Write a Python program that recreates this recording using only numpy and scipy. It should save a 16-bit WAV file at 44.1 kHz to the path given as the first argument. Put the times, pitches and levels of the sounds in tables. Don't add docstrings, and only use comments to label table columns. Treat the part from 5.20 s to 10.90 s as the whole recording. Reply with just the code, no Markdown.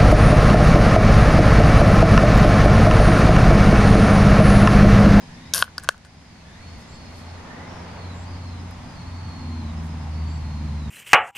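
import sys
import numpy as np
from scipy import signal
from scipy.fft import rfft, irfft
from scipy.io import wavfile
from scipy.ndimage import uniform_filter1d, minimum_filter1d

SR = 44100
rng = np.random.default_rng(int(sys.argv[2]) if len(sys.argv) > 2 else 0)


def master(y):
    cut = np.clip(np.atleast_2d(y).T, -1, 1)
    pcm = np.round(cut * 32767)
    wavfile.write(sys.argv[1], SR, pcm.astype(np.int16))


N = 251370
T = np.arange(N) / SR
HZ = np.fft.rfftfreq(N, 1 / SR)

# pitch in Hz, relative level in dB, time to fall 60 dB in seconds.
LID_MODES = [(594, 10.5, 0.0038), (1200, -12.5, 0.015), (1464, 0, 0.013), (2370, -17, 0.011),
             (3190, -2, 0.0029), (3636, -22.5, 0.015), (4220, -7, 0.0032), (4745, -13, 0.0096),
             (5160, -8.5, 0.0023), (5790, -15, 0.01), (6600, -13, 0.0068), (7900, -18.5, 0.01),
             (8960, -17.5, 0.014), (11200, -12, 0.0033)]
# start in seconds, flex of the lid in dB, tear in dB, pitch of the tear in Hz,
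# spread over the modes in octaves.
METAL_SNAPS = [(0.3367, -28.5, 7, 5840, 0.51), (0.339, -36, -1, 11050, .15),
               (0.3385, -42, 15.5, 3790, 0.11), (0.4244, 8.5, 11, 3540, 0.46),
               (0.4254, -17, -5, 4450, 0.55), (.442, -21, -22, 4000, 1.1), (0.479, -21, -40, 5000, 0.25),
               (0.5809, -7.5, 5.5, 4915, 0.18), (0.5813, -51, -12, 10480, 0.4), (.598, -37, -27, 7100, 1.6),
               (.604, -40, -36, 7000, 1.5), (0.636, -29, -15, 8800, 0.5), (.644, -28, -23, 6460, 1.1),
               (.649, -32, -33, 7000, 1.2), (.675, -26, -43, 5830, 0.89), (0.6891, 7.5, 7.5, 5550, 1.42),
               (0.699, -31, -17, 5000, 0.45), (0.723, -42, -29, 6500, 1.4), (0.7444, -23, -36, 5040, 0.25),
               (.779, -35, -30, 6470, 1.2), (.849, -32, -29, 4500, 1.2), (3.511, -35, -27, 11500, 0.41)]
FLEX_HZ = 1563
GAP_HZ, GAP_Q = 2120, 1.27
FLAP_S, FLAP_HZ, FLAP_DB, FLAP_T60_S = .6894, 2110, -4, 0.0046


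def snaps(radiation_hz=700, edge_hz=12300, rip_db=-13, rip_hz=9000, rip_s=0.0017):
    hz, db, t60 = np.transpose(LID_MODES)
    t = np.arange(SR // 10) / SR
    out = np.zeros(N)
    decay = np.exp(-np.log(1000) * t / t60[:, None])
    modes = amp(db)[:, None] * decay * np.sin(2 * np.pi * hz[:, None] * t)
    high = hz > 2000
    modes[high] *= (-1) ** np.arange(np.sum(high))[:, None]
    for s, flex_db, tear_db, tear_hz, spread in METAL_SNAPS:
        flex = amp(flex_db) * share(hz, FLEX_HZ, spread)
        tear = amp(tear_db) * share(hz, tear_hz, spread)
        rip = cut(rng.standard_normal(len(t)) * np.exp(-t / rip_s), rip_hz, "highpass")
        rip_level = amp(tear_db + rip_db) * share(rip_hz, tear_hz, spread)
        add(out, s, (flex + tear) @ modes + rip_level * rip)
    out = signal.lfilter(*signal.iirnotch(GAP_HZ, GAP_Q, SR), out)
    flap_decay = np.exp(-np.log(1000) * t / FLAP_T60_S)
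    add(out, FLAP_S, amp(FLAP_DB) * flap_decay * np.sin(2 * np.pi * FLAP_HZ * t))
    return cut(cut(out, radiation_hz, "highpass"), edge_hz, "lowpass", order=5)


# frequency in Hz, relative level in dB per Hz.
JET_COLOUR = [(150, -26), (450, -8), (650, -1), (850, -5.5), (1150, -7), (2000, -12), (2500, -7),
              (3200, -2), (3900, -5), (5200, -0.5), (6200, -3.5), (7600, -8.5), (9800, 1.5), (12000, -0.5),
              (13500, -9), (16000, -42)]
# time in seconds, level in dB.
JET_FLOW = [(.337, -18), (.342, -30), (.347, -24.5), (.361, -25), (.37, -24), (.385, -26.5), (.401, -30),
            (.42, -32.5), (.44, -41), (.5, -86)]
SEAL_S, GAS_ATTACK_S, GAS_HOLD_S = .3365, 0.0023, 0.079
HUM_DB, HUM_SAG_DB_PER_S, HUM_RELEASE_DB_PER_S = -34.5, 34, 330
SLIT_NARROW_HZ, SLIT_WIDE_HZ, SLIT_WIDENS_S = 6200, 4780, 0.029


def gas(whistle_db=-7, upper_mode=1.87, spray_db=-6, drops_per_s=900):
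    age, spent = since(SEAL_S), since(SEAL_S + GAS_HOLD_S)
    hum_db = HUM_DB - HUM_SAG_DB_PER_S * age - HUM_RELEASE_DB_PER_S * spent
    slit_hz = SLIT_WIDE_HZ + (SLIT_NARROW_HZ - SLIT_WIDE_HZ) * np.exp(-age / SLIT_WIDENS_S)
    whistles = fuzzy(slit_hz, width=1700) + fuzzy(upper_mode * slit_hz, width=380)
    drops = unit(rng.standard_normal(N) * (rng.random(N) < drops_per_s / SR))
    rush = rng.standard_normal(N) + amp(spray_db) * drops
    hiss = unit(irfft(rfft(rush) * amp(read(JET_COLOUR, HZ)), N))
    jet = unit(hiss + amp(whistle_db) * whistles)
    hum = unit(fuzzy(np.full(N, 1520.), width=360) + amp(-10.5) * fuzzy(np.full(N, 1150.), width=210))
    sputter_db = 2.0 * wander(rate_hz=250)
    onset = np.minimum(age / GAS_ATTACK_S, 1)
    return (jet * amp(curve(JET_FLOW) + sputter_db) + hum * amp(hum_db)) * onset


# peak time in seconds, level in dB before the tick and ring trims.
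TEAR_BURSTS = [(.586, -38), (.628, -47), (0.64, -37), (.676, -61), (.697, -35), (.710, -38), (.853, -46),
               (.866, -52)]
TEAR_RISE_DB_PER_S, TEAR_FALL_DB_PER_S, RING_FALL_DB_PER_S = 2800, 1400, 850
FOAM_S, FOAM_DB, FOAM_FALL_DB_PER_S = 1, -66, 62


def crackle(per_s=3000, tick_db=-4, ring_db=-2):
    ticks = rng.standard_normal(N) * (rng.random(N) < per_s / SR)
    bright = unit(cut(cut(ticks, hz=2800, kind="highpass"), hz=10700, kind="lowpass", order=8))
    ring = unit(resonate(resonate(ticks, 1430, width=170), 1730, width=210))

    def bursts(fall):
        return sum(amp(db - np.maximum(TEAR_RISE_DB_PER_S * (s - T), fall * (T - s))) for s, db in TEAR_BURSTS)

    tearing, ringing = bursts(TEAR_FALL_DB_PER_S), bursts(RING_FALL_DB_PER_S)
    foam = amp(FOAM_DB - FOAM_FALL_DB_PER_S * since(FOAM_S)) * (T > FOAM_S)
    return amp(tick_db) * bright * (tearing + foam) + amp(ring_db) * ring * (ringing + foam)


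# middle in seconds, width to either side in seconds, level in dB.
CLOTH_STROKES = [(1.605, 0.022, -63), (1.977, .07, -64), (4.655, .025, -62)]


def clothes(low_hz=5000, high_hz=12000, grain_db=3):
    fibres = cut(cut(rng.standard_normal(N), low_hz, "highpass"), high_hz, "lowpass", order=8)
    strokes = sum(amp(db) * np.exp(-((T - s) / width) ** 2) for s, width, db in CLOTH_STROKES)
    return unit(fibres * amp(grain_db * wander(rate_hz=120))) * strokes


def campsite(x, echo_s=0.001873, echo_gain=0.67, echo_hz=2300, scatter_db=-28, t60=0.27, left_db=4.0):
    echo = echo_gain * np.exp(-2j * np.pi * HZ * echo_s) / (1 + (HZ / echo_hz) ** 2)
    direct = rfft(x) * (1 + echo)
    lean = amp(left_db / 2 * HZ / (HZ + 900))
    lag = np.exp(-2j * np.pi * HZ * 1e-5)
    near = irfft(np.array([direct * lean, direct * lag / lean]), N)
    t = np.arange(SR // 2) / SR
    sparse = rng.standard_normal((2, len(t))) * (rng.random((2, len(t))) < .08)
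    taps = sparse * (t > .004) * np.exp(-np.log(1000) * t / t60)
    taps /= np.linalg.norm(taps, axis=1, keepdims=True)
    return near + amp(scatter_db) * signal.fftconvolve(x[None], taps, axes=1)[:, :N]


# time in seconds, rate in Hz.
FIRING_RATE = [(0, 85.18), (1.5, 84.8), (2.2, 87.1), (3.3, 88.6), (4.05, 86.9), (4.55, 81.27), (5.7, 74.3)]
# time in seconds, level in dB before trim and flutter.
DEEP_TONE = [(0.0, -49), (0.22, -80), (0.28, -43.5), (1.24, -57), (1.51, -38.5), (1.63, -55.5), (2.18, -37),
             (2.36, -57), (2.4, -43), (2.79, -42), (2.86, -33), (3.49, -35.5), (3.68, -48), (3.86, -35),
             (4.08, -31), (4.16, -39.5), (4.3, -29), (4.7, -31.5), (5.02, -26), (5.16, -30), (5.7, -29)]
# multiple of the firing rate, relative level in dB.
ENGINE_ORDERS = [(1.25, -15.5), (1.751, -14.5), (2, -8.5), (2.75, -14), (3, -16), (4, -28)]
# time in seconds, gain of the low overtones in dB, gain of the high overtones in dB.
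OVERTONE_GAINS = [(0, -40, -48), (.18, -40.5, -36), (.4, -45, -51), (1.2, -45, -57), (2.1, -44.5, -43),
                  (2.42, -40.5, -36.5), (2.7, -40.5, -43.5), (4.05, -40, -40.5), (4.36, -37.5, -24.5),
                  (4.65, -30, -32), (5, -34, -33.5), (5.7, -26.5, -28)]


def engine(drone_db=-0.5, flutter_db=1.0, fading_db=1.9, lag_s=4.5e-5):
    turns = np.cumsum(curve(FIRING_RATE) * (1 + 0.00475 * wander(rate_hz=8.8))) / SR
    low, high = amp(curve(OVERTONE_GAINS))
    drone_level = amp(curve(DEEP_TONE) + drone_db + flutter_db * wander(rate_hz=3.6))
    sound = np.sin(2 * np.pi * turns) * drone_level
    for k, db in ENGINE_ORDERS:
        level = (low if round(k) <= 2 else high) * amp(db + fading_db * wander(rate_hz=5.2))
        sound += level * np.sin(2 * np.pi * k * turns + 0.58 * wander(rate_hz=1.9))
    return np.sqrt(2) * np.array([sound, np.interp(T - lag_s, T, sound)])


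# start in seconds, length in seconds, pitch in Hz, glide in Hz per second,
# level in dB before trim and flutter.
CICADA_NOTES = [(0.149, .2, 3500, 2300, -58), (.84, 0.28, 4870, 1000, -60), (1.033, 0.22, 4830, -3000, -60),
                (1.25, .17, 3350, 3700, -60), (1.385, 0.24, 4310, 800, -56), (1.672, 0.51, 4440, -280, -57),
                (2.457, 0.21, 5490, -900, -57), (2.63, 0.17, 4800, -1300, -59),
                (2.757, 0.21, 4540, -3500, -54), (3.0, .1, 3950, 7500, -62), (3.058, 0.11, 4840, 0, -55.5),
                (3.116, 0.3, 4540, -1900, -55.5), (3.645, 0.15, 4850, 400, -56),
                (3.752, 0.12, 4370, -200, -53), (3.851, .22, 4420, 207, -54),
                (4.027, 0.41, 4410, -560, -51.5), (4.42, 0.12, 4170, -4000, -56),
                (4.907, 0.32, 4500, 197, -55), (5.212, 0.39, 4310, -450, -55.5),
                (5.559, 0.15, 4210, -4200, -56)]
# start in seconds, length in seconds.
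PULSE_TRAINS = [(0.037, .29), (1.514, .63), (3.17, .4), (4.592, .4)]
PULSE_PERIOD_S = 0.119
NOTE_ATTACK_S, NOTE_RELEASE_S, SCOOP, DROOP = 0.0409, 0.042, 0.0347, 0.047
BLUR_HZ, USUAL_HZ, BLUR_GROWTH = 55.8, 4383, 5.1


def cicada(song_db=-0.5, pulse_db=-57.5, pulse_hz=5090, pulse_s=0.024, chorus_db=-66, chorus_hz=5130):
    song = np.zeros(N)
    for s, length, hz, glide_hz_per_s, db in CICADA_NOTES:
        blur_hz = BLUR_HZ * max(hz / USUAL_HZ, 1) ** BLUR_GROWTH
        t = np.arange(0, length, 1 / SR)
        swell = np.minimum(t / NOTE_ATTACK_S, 1)
        fade = np.minimum((length - t) / NOTE_RELEASE_S, 1)
        bend = 1 - SCOOP * (1 - swell) ** 2 - DROOP * (1 - fade) ** 2
        pitch = (hz + glide_hz_per_s * t) * bend
        add(song, s, amp(db) * np.sqrt(swell * fade) * buzz(pitch, blur_hz))
    flutter_db = 2.0 * wander(rate_hz=30)
    beats = np.concatenate([s + np.arange(0, length, PULSE_PERIOD_S) for s, length in PULSE_TRAINS])
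    envelope = sum(np.exp(-((T - s) / pulse_s) ** 2) for s in beats)
    pulses = fuzzy(np.full(N, pulse_hz), width=210) * envelope * amp(pulse_db)
    chorus = amp(chorus_db) * fuzzy(np.full(N, chorus_hz), width=200)
    return song * amp(song_db + flutter_db) + pulses + chorus


# start in seconds, length in seconds, start pitch in Hz, end pitch in Hz,
# curl (above 1 the glide comes late), level in dB before the ragged wavering.
BIRD_CALLS = [(0.049, 0.3, 1690, 2290, 1.9, -56), (1.239, 0.23, 1730, 2750, 3.85, -54),
              (1.672, 0.11, 7150, 7600, .6, -62), (2.239, 0.26, 1777, 2120, 1.8, -51),
              (2.933, 0.125, 7050, 7750, .7, -60.5), (5.064, .13, 7100, 7700, .6, -60.5)]


def birds(blur=0.06, ragged_db=2):
    out = np.zeros(N)
    for s, length, start_hz, end_hz, curl, db in BIRD_CALLS:
        u = np.linspace(0, 1, int(length * SR))
        hz = start_hz + (end_hz - start_hz) * u ** abs(curl)
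        add(out, s, amp(db) * fuzzy(hz, width=blur * start_hz) * signal.windows.tukey(len(hz), .3))
    return out * amp(ragged_db * wander(rate_hz=28))


def trees(source, shared=0.34):
    shared = np.clip(shared, 0, 1)
    return np.sqrt(shared) * source() + np.sqrt(1 - shared) * np.array([source(), source()])


# frequency in Hz, relative level in dB per Hz.
RUMBLE_COLOUR = [(15, -1), (30, -18), (60, 4.5), (90, -0.5), (125, 2), (170, -3.5), (235, -0.5),
                 (300, -9.5), (420, -24.5), (900, -50.5)]
# frequency in Hz, relative level in dB per Hz.
NEAR_TYRES = [(100, -30), (330, -0.5), (520, 0.5), (850, 0.5), (1300, -4), (2000, -9), (3000, -15.5),
              (5000, -24), (9000, -47)]
# frequency in Hz, relative level in dB per Hz.
FAR_TYRES = [(100, -3), (330, -6.5), (500, -7), (900, 2.5), (1100, -0.5), (1500, -9), (2300, -12.5),
             (3500, -20.5), (7000, -50)]
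# time when closest in seconds, tyre roar in dB,
# time taken to swell or fade in seconds, share of the near spectrum from 0 to 1.
VEHICLES = [(2.58, -41.5, 0.63, 0.93), (4.55, -45, 2.18, 0)]
RUMBLE_DB, RUMBLE_RISE_DB_PER_S = -47.5, 1.96
ROAD_DB, ROAD_NEAR = -54, 1


def road(falloff=2.62):
    powers = [amp(db) ** 2 / (1 + ((T - s) / swell_s) ** 2) ** falloff for s, db, swell_s, _ in VEHICLES]
    powers = np.array(powers + [np.full(N, amp(ROAD_DB) ** 2)])
    near = np.clip([row[-1] for row in VEHICLES] + [ROAD_NEAR], 0, 1)
    near_roar = np.sqrt(near @ powers) * diffuse(NEAR_TYRES)
    far_roar = np.sqrt((1 - near) @ powers) * diffuse(FAR_TYRES)
    rumble_db = RUMBLE_DB + RUMBLE_RISE_DB_PER_S * T + 0.84 * wander(rate_hz=7.5)
    rumble = diffuse(RUMBLE_COLOUR) * amp(rumble_db)
    return rumble + (near_roar + far_roar) * amp(0.45 * wander(rate_hz=35))


# frequency in Hz, relative level in dB per Hz.
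AIR_COLOUR = [(200, -3), (900, 5), (1300, -2), (2000, 3.5), (3000, -2.5), (4000, -1.5), (4800, -1.5),
              (5200, -5.5), (5700, -6.5), (6300, -3.5), (7300, -10.5), (10500, -13.5), (13000, -26.5),
              (16000, -46.5)]


def air(level_db=-49.0):
    return amp(level_db) * diffuse(AIR_COLOUR)


# frequency in Hz, correlation from -1 to 1.
LEFT_RIGHT_CORRELATION = [(60, 0.99), (130, 1), (290, 0.77), (640, 0.52), (1400, 0.52), (3100, 0.22),
                          (7000, -0.26), (15000, -1)]


def diffuse(spectrum):
    a, b = rfft(rng.standard_normal((2, N)))
    same = np.clip(read(LEFT_RIGHT_CORRELATION, HZ), -1, 1)
    mid, side = a * np.sqrt(1 + same), b * np.sqrt(1 - same)
    return unit(irfft(np.array([mid + side, mid - side]) * amp(read(spectrum, HZ)), N))


def amp(db):
    return 10 ** (np.asarray(db) / 20)


def unit(x):
    return x / np.sqrt(np.mean(x ** 2) + 1e-20)


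def curve(rows):
    s, *columns = np.transpose(rows)
    return np.squeeze([np.interp(T, s, c) for c in columns])


def read(points, hz):
    f, value = np.transpose(points)
    return np.interp(np.log(hz + 1), np.log(f + 1), value)


def add(mix, s, sound):
    part = mix[max(round(s * SR), 0):][:len(sound)]
    part += sound[:len(part)]


def since(s):
    return np.maximum(T - s, 0)


def share(hz, centre_hz, spread):
    return 1 / (1 + (np.log2(hz / centre_hz) / spread) ** 2) ** 2


def wander(rate_hz, size=N):
    hz = np.fft.rfftfreq(size, 1 / SR)
    return unit(irfft(rfft(rng.standard_normal(size)) / (1 + (hz / rate_hz) ** 4), size))


def cut(x, hz, kind, order=3):
    return signal.sosfilt(signal.butter(order, min(hz, SR / 2 - 1), kind, fs=SR, output="sos"), x)


def resonate(x, hz, width):
    turn = np.exp(2j * np.pi * np.cumsum(hz * np.ones(len(x))) / SR)
    r = np.exp(-np.pi * abs(width) / SR)
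    return 2 * (turn * signal.lfilter([1 - r], [1, -r], x / turn)).real


def fuzzy(hz, width):
    return unit(resonate(resonate(rng.standard_normal(len(hz)), hz, width), hz, width))


def buzz(hz, blur_hz, fuzz_db=-3, fuzz_widths=3):
    turns = np.cumsum(hz + blur_hz * wander(rate_hz=131, size=SR)[:len(hz)]) / SR
    tone = np.sqrt(2) * np.sin(2 * np.pi * turns)
    return unit(tone + amp(fuzz_db) * fuzzy(hz, width=fuzz_widths * blur_hz))


def scene():
    can = campsite(snaps() + gas() + crackle() + clothes())
    return can + engine() + trees(cicada) + trees(birds) + road() + air()


def record(dry, ceiling_db=3, recovery_db_per_s=10, edge_hz=16300):
    peak_db = 20 * np.log10(abs(dry).max(0) + 1e-9)
    fall = T * recovery_db_per_s
    held_db = np.maximum.accumulate(peak_db + fall) - fall
    over_db = np.maximum(held_db - ceiling_db, 0)
    gain_db = uniform_filter1d(minimum_filter1d(-over_db, size=41), size=41)
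    ends = signal.windows.tukey(N, .001)
    lowpass = signal.firwin(511, edge_hz, window=("kaiser", 9), fs=SR)
    return signal.oaconvolve(np.tanh(dry * amp(gain_db)) * ends, lowpass[None], "same")


dry = scene()
out = record(dry)
master(out)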